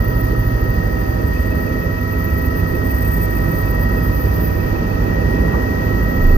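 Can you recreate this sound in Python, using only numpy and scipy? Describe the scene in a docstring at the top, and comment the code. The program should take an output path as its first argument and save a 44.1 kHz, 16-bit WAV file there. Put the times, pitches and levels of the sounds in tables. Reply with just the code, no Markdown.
"""A deep thumping and a roar of air fill the cabin of a turbine helicopter sinking low over a field.
The two-bladed main rotor thumps through the hull, and the air it pushes down (the downwash) roars.
The tail rotor drones, and shafts and gears whine, their pitch tied to the rotor speed.
Far above them whistles the compressor, on the engine's own free-turning shaft (the spool).
Near the end comes one dull knock."""
import sys
import numpy as np
from scipy import signal
from scipy.fft import rfft, irfft, next_fast_len
from scipy.io import wavfile

SR = 44100
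rng = np.random.default_rng(int(sys.argv[2]) if len(sys.argv) > 2 else 0)


def to_wav(sig):
    """Store sig (one row per channel, or 1-D mono) as 16-bit WAV at the path in sys.argv[1].

    Samples outside -1..1 are clipped; the rate is SR.
    """
    pcm = np.clip(np.atleast_2d(sig), -1, 1) * 32767
    pcm = np.round(pcm).astype(np.int16)
    wavfile.write(sys.argv[1], SR, pcm.T)  # frames by channels


N = 280905
# At normal speed: main rotor turns, tail blade passes and main gear teeth meeting (the mesh), per second.
ROTOR_HZ, TAIL_HZ, MESH_HZ = 6.492, 84.25, 1883.5

# The tone colour of the air roar. Each row: frequency in Hz, left and right level in dB per Hz.
ROAR_SPECTRUM = [(29, -66, -68), (45.3, -43, -42), (71, -46, -44), (133, -48.5, -43.5), (213, -48, -45.5),
                 (250, -50.5, -46), (298, -53.5, -48.5), (540, -61, -53), (657, -59.5, -59),
                 (805, -61, -57), (905, -63.5, -60.5), (1100, -67.5, -65), (1220, -66, -63.5),
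                 (1290, -63.5, -65.5), (1510, -71, -65.5), (1700, -72, -68), (1976, -69, -64.5),
                 (2140, -79.5, -79), (2400, -81, -75), (2660, -84.5, -73), (2940, -91, -79),
                 (3100, -82.5, -77.5), (3800, -92, -82.5), (4820, -91, -77.5), (5080, -98, -78),
                 (5300, -91, -86.5), (5470, -94, -79.5), (6090, -98, -79), (6920, -100, -87),
                 (7700, -101, -100), (8280, -100, -95), (10460, -105, -105), (11410, -91, -90.5),
                 (13500, -79, -82), (13900, -102, -102)]
# How alike the roar is at both ears. Each row: frequency in Hz, likeness (1 the same, -1 opposite).
EAR_LIKENESS = [(60, 1), (130, 0.87), (290, 0.72), (480, 0.35), (590, 0), (690, -0.85), (840, -0.8),
                (1050, -0.3), (1400, -0.45), (2200, -0.3), (2800, 0.1), (7000, -0.35), (8300, .6),
                (11000, -0.12)]
# The downwash grows as the ground nears. 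Each row: time in seconds, gain in dB.
WASH_LEVEL = [(0, -0.2), (1, -1.5), (2.2, -2.5), (2.7, -1), (3.3, 0.3), (4.2, 1), (4.8, 1), (5.3, 1.5),
              (5.9, 1.5), (6.37, 1.3)]
# The roar surges around 450 Hz. Each row: time in seconds, gain in dB.
SURGE_LEVEL = [(0, 0.5), (1.9, 1.2), (2.2, -1), (2.75, 2.7), (3, -2.4), (3.5, -0.8), (4.2, -0.5), (4.9, 1),
               (5.55, 2.4), (5.9, 0), (6.37, 2.5)]

# How fast the engine spins. Each row: time in seconds, spool turns per second.
SPOOL_SPEED = [(0.0, 749.0), (0.55, 750.0), (1.8, 773.0), (2.3, 772.0), (3.1, 764.8), (3.8, 769.8),
               (4.4, 771.2), (5.3, 782.8), (6.37, 773.0)]
# The compressor whistle comes and goes. Each row: time in seconds, relative level in dB.
WHISTLE_LEVEL = [(0.15, -47), (0.6, -50), (1.5, -50), (1.9, -53.5), (2.4, -45.5), (2.65, -51.5),
                 (3.0, -40.5), (3.45, -42.5), (3.9, -48.5), (4.45, -45), (4.85, -55), (6.2, -51)]
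# The spool and its gears. Each row: multiple of the spool speed, left and right relative level in dB,
# lead in radians (how far the wave at the left ear is ahead of the right).
SPOOL_TONES = [(1, -46, -40.5, -2.8), (3, -61.5, -53.5, -1.6), (4, -78, -65, 0), (5.856, -68, -55.5, 0),
               (6.1, -70, -55, 0), (6.344, -67, -53.5, 0), (6.588, -72, -57.5, 0), (6.832, -76, -62, 0),
               (8, -85, -68, 0)]
# The lowest spool tone swells and fades. Each row: time in seconds, relative level in dB.
SPOOL_TONE_LEVEL = [(0, -39.5), (1.1, -31), (1.7, -55), (2.8, -76), (3.3, -38), (4.2, -37.5), (4.9, -32),
                    (6.37, -36)]
# The engine's four clearest whines, as multiples of the spool speed.
ENGINE_WHINES = (3, 5.856, 6.1, 6.344)
# Those whines swell and fade. Each row: time in seconds, then a gain in dB for each of the four.
ENGINE_WHINE_LEVEL = [(0.2, -4, -5, 5, 3), (1, 2, -5, 2, 3.5), (1.45, 7, 2, 4.5, 4), (1.9, 5, 1, 3, -5),
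                      (2.25, 9.5, 2, 1, -8), (2.6, 4, 2, 4, 2), (3.3, 11, -3, 5, -1), (3.9, 5, 1, 5.5, 5.5),
                      (4.6, 11, -2, -3, 6.5), (4.95, 9, 6, -7, -6), (5.7, 8, 2, -9, 2),
                      (6.3, 3, 7.5, -2, -7)]

# Rotors and gears drift around their normal speed. Each row: time in seconds, main mesh pitch in Hz.
DRIVE_SPEED = [(0.0, 1874), (0.03, 1882), (1.19, 1868), (2.29, 1898), (3.25, 1875), (3.78, 1890),
               (4.49, 1868), (5.53, 1894), (6.33, 1893), (6.37, 1897)]
# Shaft hums and gear whines. Each row: pitch in Hz, left and right level in dB, lead in radians.
GEAR_TONES = [(98.9, -29, -22, -0.3), (164.9, -36, -34, -0.1), (403.7, -46, -42, -0.9),
              (488.5, -60, -44, -3.0), (624.5, -53, -46, -3.1), (637.9, -44, -40, -1.7),
              (650.7, -43, -36.5, 3.1), (976.4, -43, -40, -2.0), (1232.8, -54, -59, -2.3),
              (1275.8, -48, -51, -2.8), (1288.6, -40.3, -37.3, -1.9), (1314.9, -55, -51, -2.9),
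              (1464.9, -59, -53, -2.7), (1784.6, -49, -50, 0.3), (1883.5, -29.7, -36.2, 1.6),
              (1914.0, -51, -55, 1.3), (1927.2, -50, -55, 1.3), (1940.0, -49, -47, 1.2),
              (1953.0, -51, -53, 1.3), (1983.1, -54, -60, -3.0), (2531.8, -72, -61, 1.6),
              (2577.2, -67, -56.5, 1.5), (3767.0, -76, -70, 0)]
# Gear whines pulse as the rotor turns. Each row: pitch in Hz, depth of the once-a-turn pulse, its peak
# in turns, depth of the twice-a-turn pulse, its peak in turns, roughness, roughness width in Hz.
GEAR_PULSES = [(976, .1, .55, .2, .05, .38, 35), (1289, .11, .1, .22, .25, .36, 50),
               (1883.5, .07, .33, .04, .45, .15, 70), (2577, .4, .7, .35, .2, 1.2, 28)]
# Six tones swell about their average level. Each row: time in seconds, relative level in dB.
MESH_LEVEL = [(0.0, -39.5), (0.62, -40.5), (0.8, -37.5), (1.21, -42), (1.35, -38), (3.73, -38),
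              (3.81, -35.5), (4.31, -41.5), (5.06, -40.5), (5.09, -37), (6.23, -36), (6.37, -36.5)]
SHAFT_HUM_LEVEL = [(0, -23), (1, -25.5), (1.6, -24), (2.1, -22), (3.2, -22), (4.4, -22), (5.3, -21.5),
                   (6.37, -22.5)]
TAIL_DRONE_LEVEL = [(0, -34), (1, -37), (1.5, -31), (2.1, -31.5), (2.9, -30.5), (3.5, -34.5), (4.6, -37.5),
                    (5.4, -36), (5.9, -33), (6.2, -27), (6.37, -35)]
LOW_WHINE_LEVEL = [(0.4, -43), (0.9, -45), (1.1, -42.5), (1.8, -47.5), (2.0, -42.5), (2.85, -46),
                   (3.7, -40), (4.2, -43), (4.6, -40), (4.85, -45), (5.25, -41), (6.3, -44)]
MIDDLE_WHINE_LEVEL = [(0.2, -40.5), (1.3, -44), (2.3, -39), (2.75, -41), (2.97, -45), (3.45, -40.5),
                      (4.05, -40.5), (4.5, -47.5), (4.95, -43), (5.45, -47.5), (5.9, -41), (6.3, -39.5)]
HIGH_WHINE_LEVEL = [(0.0, -69), (1.31, -65), (1.35, -52), (2.4, -55.5), (4.81, -52.5), (6.23, -58),
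                    (6.37, -53)]
# Which tone follows which swell. Each row: pitch in Hz, level table.
SWELLS = [(99, SHAFT_HUM_LEVEL), (253, TAIL_DRONE_LEVEL), (976, LOW_WHINE_LEVEL),
          (1289, MIDDLE_WHINE_LEVEL), (2577, HIGH_WHINE_LEVEL)]
# A tone beside a cabin resonance (a standing wave) changes level with the speed.
# Each row: pitch in Hz, dB per percent of extra speed, random swell in dB.
NEAR_RESONANCE = [(337, -2.5, 1.5)]

# The tail rotor. Each row: multiple of its blade rate, left and right level in dB, lead in radians.
TAIL_TONES = [(1, -35, -31, -0.6), (2, -44, -41, -0.9), (3, -34.5, -34.5, 0.4), (4, -40, -30, 3.0),
              (5, -45, -39.5, 0.1), (6, -54, -38, 0.3)]
# How hard the main blades slap the air. Each row: time in seconds, slap from 0 to 1.
BLADE_SLAP = [(0.8, 1), (1.3, 0.45), (1.8, 0), (3.2, 0), (3.9, 0.35), (4.6, 0.35), (5.2, 0.7), (5.9, 0.05)]
# The load on the main blades. 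Each row: time in seconds, relative load in dB.
BLADE_LOAD = [(0.25, -20), (1.35, -20.5), (1.65, -24), (2.25, -23), (2.8, -26), (3.15, -18.5), (3.5, -20.5),
              (3.75, -19.5), (4.3, -21.5), (4.55, -26), (4.8, -25), (5.05, -20.5), (5.55, -21.5),
              (5.8, -24), (6.0, -18.5), (6.25, -30.5)]
# The tones in the thump. Each row: multiple of the rotor speed, relative level in dB,
# dB added per dB of load, dB added per unit of slap, random swell in dB.
ROTOR_TONES = [(4, -50, -5, 0, 1.5), (8, -24.5, 2.07, -0.5, -0.5), (12, -39, -1.5, 4, 4.5),
               (14, -56, -3.5, 10, 7), (16, -39, 3.5, 3, 1), (18, -45, 4.5, 17, 4.5)]
# Rotor throbs near 39, 65 and 71 Hz. Each row: time in seconds, relative level in dB.
DEEP_THROB_LEVEL = [(0, -26), (0.8, -25), (1.25, -44), (1.8, -36), (2.1, -44), (2.65, -32), (3.25, -45),
                    (3.75, -25), (4.3, -46), (4.6, -25), (5.1, -27), (5.7, -44), (6.37, -33)]
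MIDDLE_THROB_LEVEL = [(0, -36), (0.5, -25), (1, -30), (1.4, -28), (2, -31), (3, -19.5), (3.45, -36),
                      (3.8, -30), (4.35, -18.5), (4.85, -41), (5.2, -22.5), (5.6, -24.5), (6.15, -43)]
UPPER_THROB_LEVEL = [(0, -44), (1.4, -21), (1.9, -32), (2.4, -18.5), (2.75, -38), (3.1, -27), (3.45, -34),
                     (3.8, -26), (4.15, -42), (4.45, -44), (4.75, -42), (5.25, -32), (6.37, -37)]
# Which throb follows which table. Each row: multiple of the rotor speed, level table.
THROBS = [(6, DEEP_THROB_LEVEL), (10, MIDDLE_THROB_LEVEL), (11, UPPER_THROB_LEVEL)]


def undb(db):
    """Turn decibels into a gain to multiply by."""
    return 10 ** (np.asarray(db) / 20)


def curves(table):
    """Join a table's points in time: one curve per value column, one value per sample."""
    seconds, *columns = np.transpose(table)
    return [np.interp(np.arange(N) / SR, seconds, column) for column in columns]


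def swelling(table):
    """A gain that follows a level table above and below its average."""
    db, = curves(table)
    return undb(db - db.mean())


def over_hz(table):
    """Join a table's points in frequency: one curve per value column."""
    hz, *columns = np.transpose(table)
    log_hz = np.log(np.maximum(np.fft.rfftfreq(N, 1 / SR), 1))
    return [np.interp(log_hz, np.log(hz), column) for column in columns]


def walk(rate_hz):
    """A random wobble of typical size 1, mostly slower than the given rate."""
    size = next_fast_len(N)
    hz = np.fft.rfftfreq(size, 1 / SR)
    wobble = irfft(rfft(rng.standard_normal(size)) / np.sqrt(1 + (hz / rate_hz) ** 4), size)[:N]
    return wobble / wobble.std()


def flutter(rate_hz):
    """A random wobble of size and phase; it smears a tone into a band of noise."""
    return (walk(rate_hz) + 1j * walk(rate_hz)) / np.sqrt(2)


def at_ears(tone, left_db, right_db, lead):
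    """A tone in the cabin reaches each ear with its own level and phase."""
    return np.sqrt(2) * np.real([undb(left_db) * tone * np.exp(1j * lead), undb(right_db) * tone])


def rotor_angle(clock, first_blade_s=.012):
    """The angle of the main rotor in radians; a blade passes every half turn."""
    return 2 * np.pi * ROTOR_HZ * (clock - first_blade_s)


def air_roar(clock, bass_hz=170, hiss_hz=1700, gust_db=0.5, chop_depth=0.057, hiss_db_per_s=0.31):
    """Downwash beats on the hull with each blade and surges, while air hisses past the doors."""
    left_db, right_db = over_hz(ROAR_SPECTRUM)
    likeness = np.clip(over_hz(EAR_LIKENESS)[0], -1, 1)
    noise = rfft(rng.standard_normal((2, N))) * np.sqrt(SR) / 2
    shared, opposite = noise * np.sqrt([1 + likeness, 1 - likeness])
    roar = np.array([(shared + opposite) * undb(left_db), (shared - opposite) * undb(right_db)])
    hz = np.fft.rfftfreq(N, 1 / SR)
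    bass, body = (1 / (1 + (hz / edge_hz) ** 2) for edge_hz in (bass_hz, hiss_hz))
    middle = 1 / (1 + ((hz - 450) / 190) ** 4)  # 190 Hz to each side of 450 Hz
    surge = undb(curves(SURGE_LEVEL)[0] + 1.1 * walk(rate_hz=9)) - 1
    chop = chop_depth * curves(BLADE_SLAP)[0] * np.cos(2 * rotor_angle(clock))
    wash = irfft(roar * body, N) + chop * irfft(roar * bass, N) + surge * irfft(roar * middle, N)
    wash_db = curves(WASH_LEVEL)[0] + gust_db * walk(rate_hz=2.2)
    hiss = irfft(roar * (1 - body), N)
    from_middle_s = (np.arange(N) - N / 2) / SR
    hiss_db = hiss_db_per_s * from_middle_s + 0.3 * walk(rate_hz=8)  # a slow rise with a slight flicker
    return wash * undb(wash_db) + hiss * undb(hiss_db)


def knock(time_s=5.548, knock_s=.016, knock_db=-26.5, rattle_s=.1, rattle_db=-35, band_hz=(480, 1400)):
    """One dull knock in the cabin, with a short rough swell around it."""
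    band = signal.butter(4, band_hz, "bandpass", fs=SR, output="sos")
    noise = signal.sosfilt(band, rng.standard_normal((2, N)))
    since_s = np.arange(N) / SR - time_s
    hit = undb(knock_db) * np.exp(-(since_s / knock_s) ** 2)
    rattle = undb(rattle_db) * np.exp(-(since_s / rattle_s) ** 2)
    return np.hypot(hit, rattle) * noise / noise.std()


def engine(spool_turns, gain_db=-5, swell_db=1.0):
    """The spool and the gears it drives sing thinly, glide with its speed, and swell and fade in turn."""
    whine_db = dict(zip(ENGINE_WHINES, curves(ENGINE_WHINE_LEVEL)))
    out = 0
    for multiple, left_db, right_db, lead in SPOOL_TONES:
        tone = np.exp(2j * np.pi * (multiple * spool_turns + rng.random()))
        if multiple == 1:
            gain = swelling(SPOOL_TONE_LEVEL)
        else:
            gain = undb(whine_db.get(multiple, 0) + swell_db * walk(rate_hz=4.5))
        out = out + at_ears(tone * gain, left_db, right_db, lead)
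    return undb(gain_db) * out


def compressor(spool_turns, blades=18, gain_db=13.0, scatter=1.2, narrow_db=-41.0, wide_db=-50):
    """Passing blades whistle; swirling intake air smears the tone into a narrow and a wide hiss."""
    db, = curves(WHISTLE_LEVEL)
    tone = np.exp(2j * np.pi * blades * spool_turns)
    whistle = undb(db + gain_db) * (1 + scatter * flutter(rate_hz=30)) / np.hypot(1, scatter)
    hiss = undb(narrow_db) * flutter(rate_hz=210) + undb(wide_db) * flutter(rate_hz=700)
    hiss_gain = undb(0.3 * (db - db.mean()) + 1.3 * walk(rate_hz=25))
    return at_ears(tone * (whistle + hiss_gain * hiss), 0, 0, lead=2.51)


def sway(hz, unsteady):
    """A tone slowly swells: by its table, by drifting near a cabin resonance, or else at random."""
    for tone_hz, table in SWELLS:
        if abs(hz / tone_hz - 1) < .005:
            return swelling(table)
    for tone_hz, db_per_percent, swell_db in NEAR_RESONANCE:
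        if abs(hz / tone_hz - 1) < .005:
            extra_speed_percent = 100 * (curves(DRIVE_SPEED)[0] / MESH_HZ - 1)
            return undb(db_per_percent * extra_speed_percent + swell_db * walk(rate_hz=2.6))
    return 1 + unsteady * flutter(rate_hz=1.0)


def tooth_chatter(angle, rate_hz, repeat_share=.75, slowest_hz=16, points=256):
    """Uneven gear teeth make a quick flutter; most of it comes round again with every rotor turn."""
    hz = np.fft.fftfreq(points, 1 / points) * ROTOR_HZ
    phases = np.exp(2j * np.pi * rng.random(points))
    one_turn = np.fft.ifft(phases * (abs(hz) > slowest_hz) / np.sqrt(1 + (hz / rate_hz) ** 4))
    point_angles = 2 * np.pi * np.arange(points) / points
    looped = np.interp(angle, point_angles, one_turn / one_turn.std(), period=2 * np.pi)
    return np.sqrt(repeat_share) * looped + np.sqrt(1 - repeat_share) * flutter(rate_hz)


def gear_pulsing(hz, angle):
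    """A gear tone close to a listed whine throbs and chatters as the rotor turns; others run smooth."""
    for whine_hz, once, once_at, twice, twice_at, roughness, rough_hz in GEAR_PULSES:
        if abs(hz / whine_hz - 1) < .06:
            once_a_turn = once * np.cos(angle - 2 * np.pi * once_at)
            twice_a_turn = twice * np.cos(2 * (angle - 2 * np.pi * twice_at))
            return (1 + once_a_turn + twice_a_turn) * (1 + roughness * tooth_chatter(angle, rough_hz))
    return 1


def gearbox(clock, gain_db=0.03, rasp_left_db=-43, rasp_right_db=-45, rasp_width_hz=58):
    """Shafts hum and gears whine; tones near the main mesh swell with it and pulse four times a turn."""
    angle = rotor_angle(clock)
    mesh_gain = swelling(MESH_LEVEL) * (1 + .13 * np.cos(4 * angle))
    tones = 0
    for hz, left_db, right_db, lead in GEAR_TONES:
        tone = np.exp(2j * np.pi * (hz * clock + rng.random()))
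        tone *= sway(hz, unsteady=.05) * gear_pulsing(hz, angle)
        if abs(hz - MESH_HZ) < 120:
            tone *= mesh_gain
        tones = tones + at_ears(tone, left_db, right_db, lead)
    # uneven teeth spread a rasp around the main mesh tone
    mesh = np.exp(2j * np.pi * MESH_HZ * clock)
    rasp = [np.sqrt(2) * np.real(mesh * tooth_chatter(angle, rasp_width_hz)) * undb(db)
            for db in (rasp_left_db, rasp_right_db)]
    return undb(gain_db) * tones + np.array(rasp)


def tail_rotor(clock):
    """The small, fast blades make a drone whose tones waver in the wake of the main rotor."""
    out = 0
    for multiple, left_db, right_db, lead in TAIL_TONES:
        hz = multiple * TAIL_HZ
        tone = np.exp(2j * np.pi * (hz * clock + rng.random()))
        out = out + at_ears(tone * sway(hz, unsteady=0.027), left_db, right_db, lead)
    return out


def main_rotor(clock, left_db=-1.75, right_db=0.75, sharpness=.14, slip_radians=.14, drift_hz=.8):
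    """Low tones shift with the load and line up into a thump at each blade, sharper on a hard slap."""
    angle = rotor_angle(clock)
    load_db, = curves(BLADE_LOAD)
    slap, = curves(BLADE_SLAP)

    def rotor_tone(multiple, db):
        return undb(db) * np.exp(1j * (multiple * angle + slip_radians * walk(drift_hz)))

    thump = 0
    for multiple, db, per_load, per_slap, swell_db in ROTOR_TONES:
        effort_db = per_load * (load_db - load_db.mean()) + per_slap * (slap - slap.mean())
        thump = thump + rotor_tone(multiple, db + effort_db + swell_db * walk(drift_hz))
    for multiple, table in THROBS:
        thump = thump + rotor_tone(multiple, curves(table)[0])
    sharpen = 1 + sharpness * slap * np.cos(2 * angle)
    return at_ears(thump * sharpen, left_db, right_db, lead=0)


def scene():
    """Rotors and gears share one clock that runs with their speed; the engine spool turns freely."""
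    clock = np.cumsum(curves(DRIVE_SPEED)[0] / MESH_HZ) / SR
    spool_turns = np.cumsum(curves(SPOOL_SPEED)[0]) / SR
    drive = main_rotor(clock) + tail_rotor(clock) + gearbox(clock)
    return drive + engine(spool_turns) + compressor(spool_turns) + air_roar(clock) + knock()


def record(dry):
    """The microphone drops the deepest bass, the recorder cuts the top, and both ends fade quickly."""
    bottom_hz, top_hz, fade_s = 18, 14400, .003
    bass_cut = signal.butter(2, bottom_hz, "highpass", fs=SR, output="sos")
    treble_cut = signal.ellip(10, .2, 80, top_hz, fs=SR, output="sos")
    samples_from_edge = np.minimum(np.arange(N), np.arange(N)[::-1])
    fade = np.minimum(1, samples_from_edge / (fade_s * SR))
    return signal.sosfilt(treble_cut, signal.sosfilt(bass_cut, dry) * fade)


dry = scene()
out = record(dry)
to_wav(out)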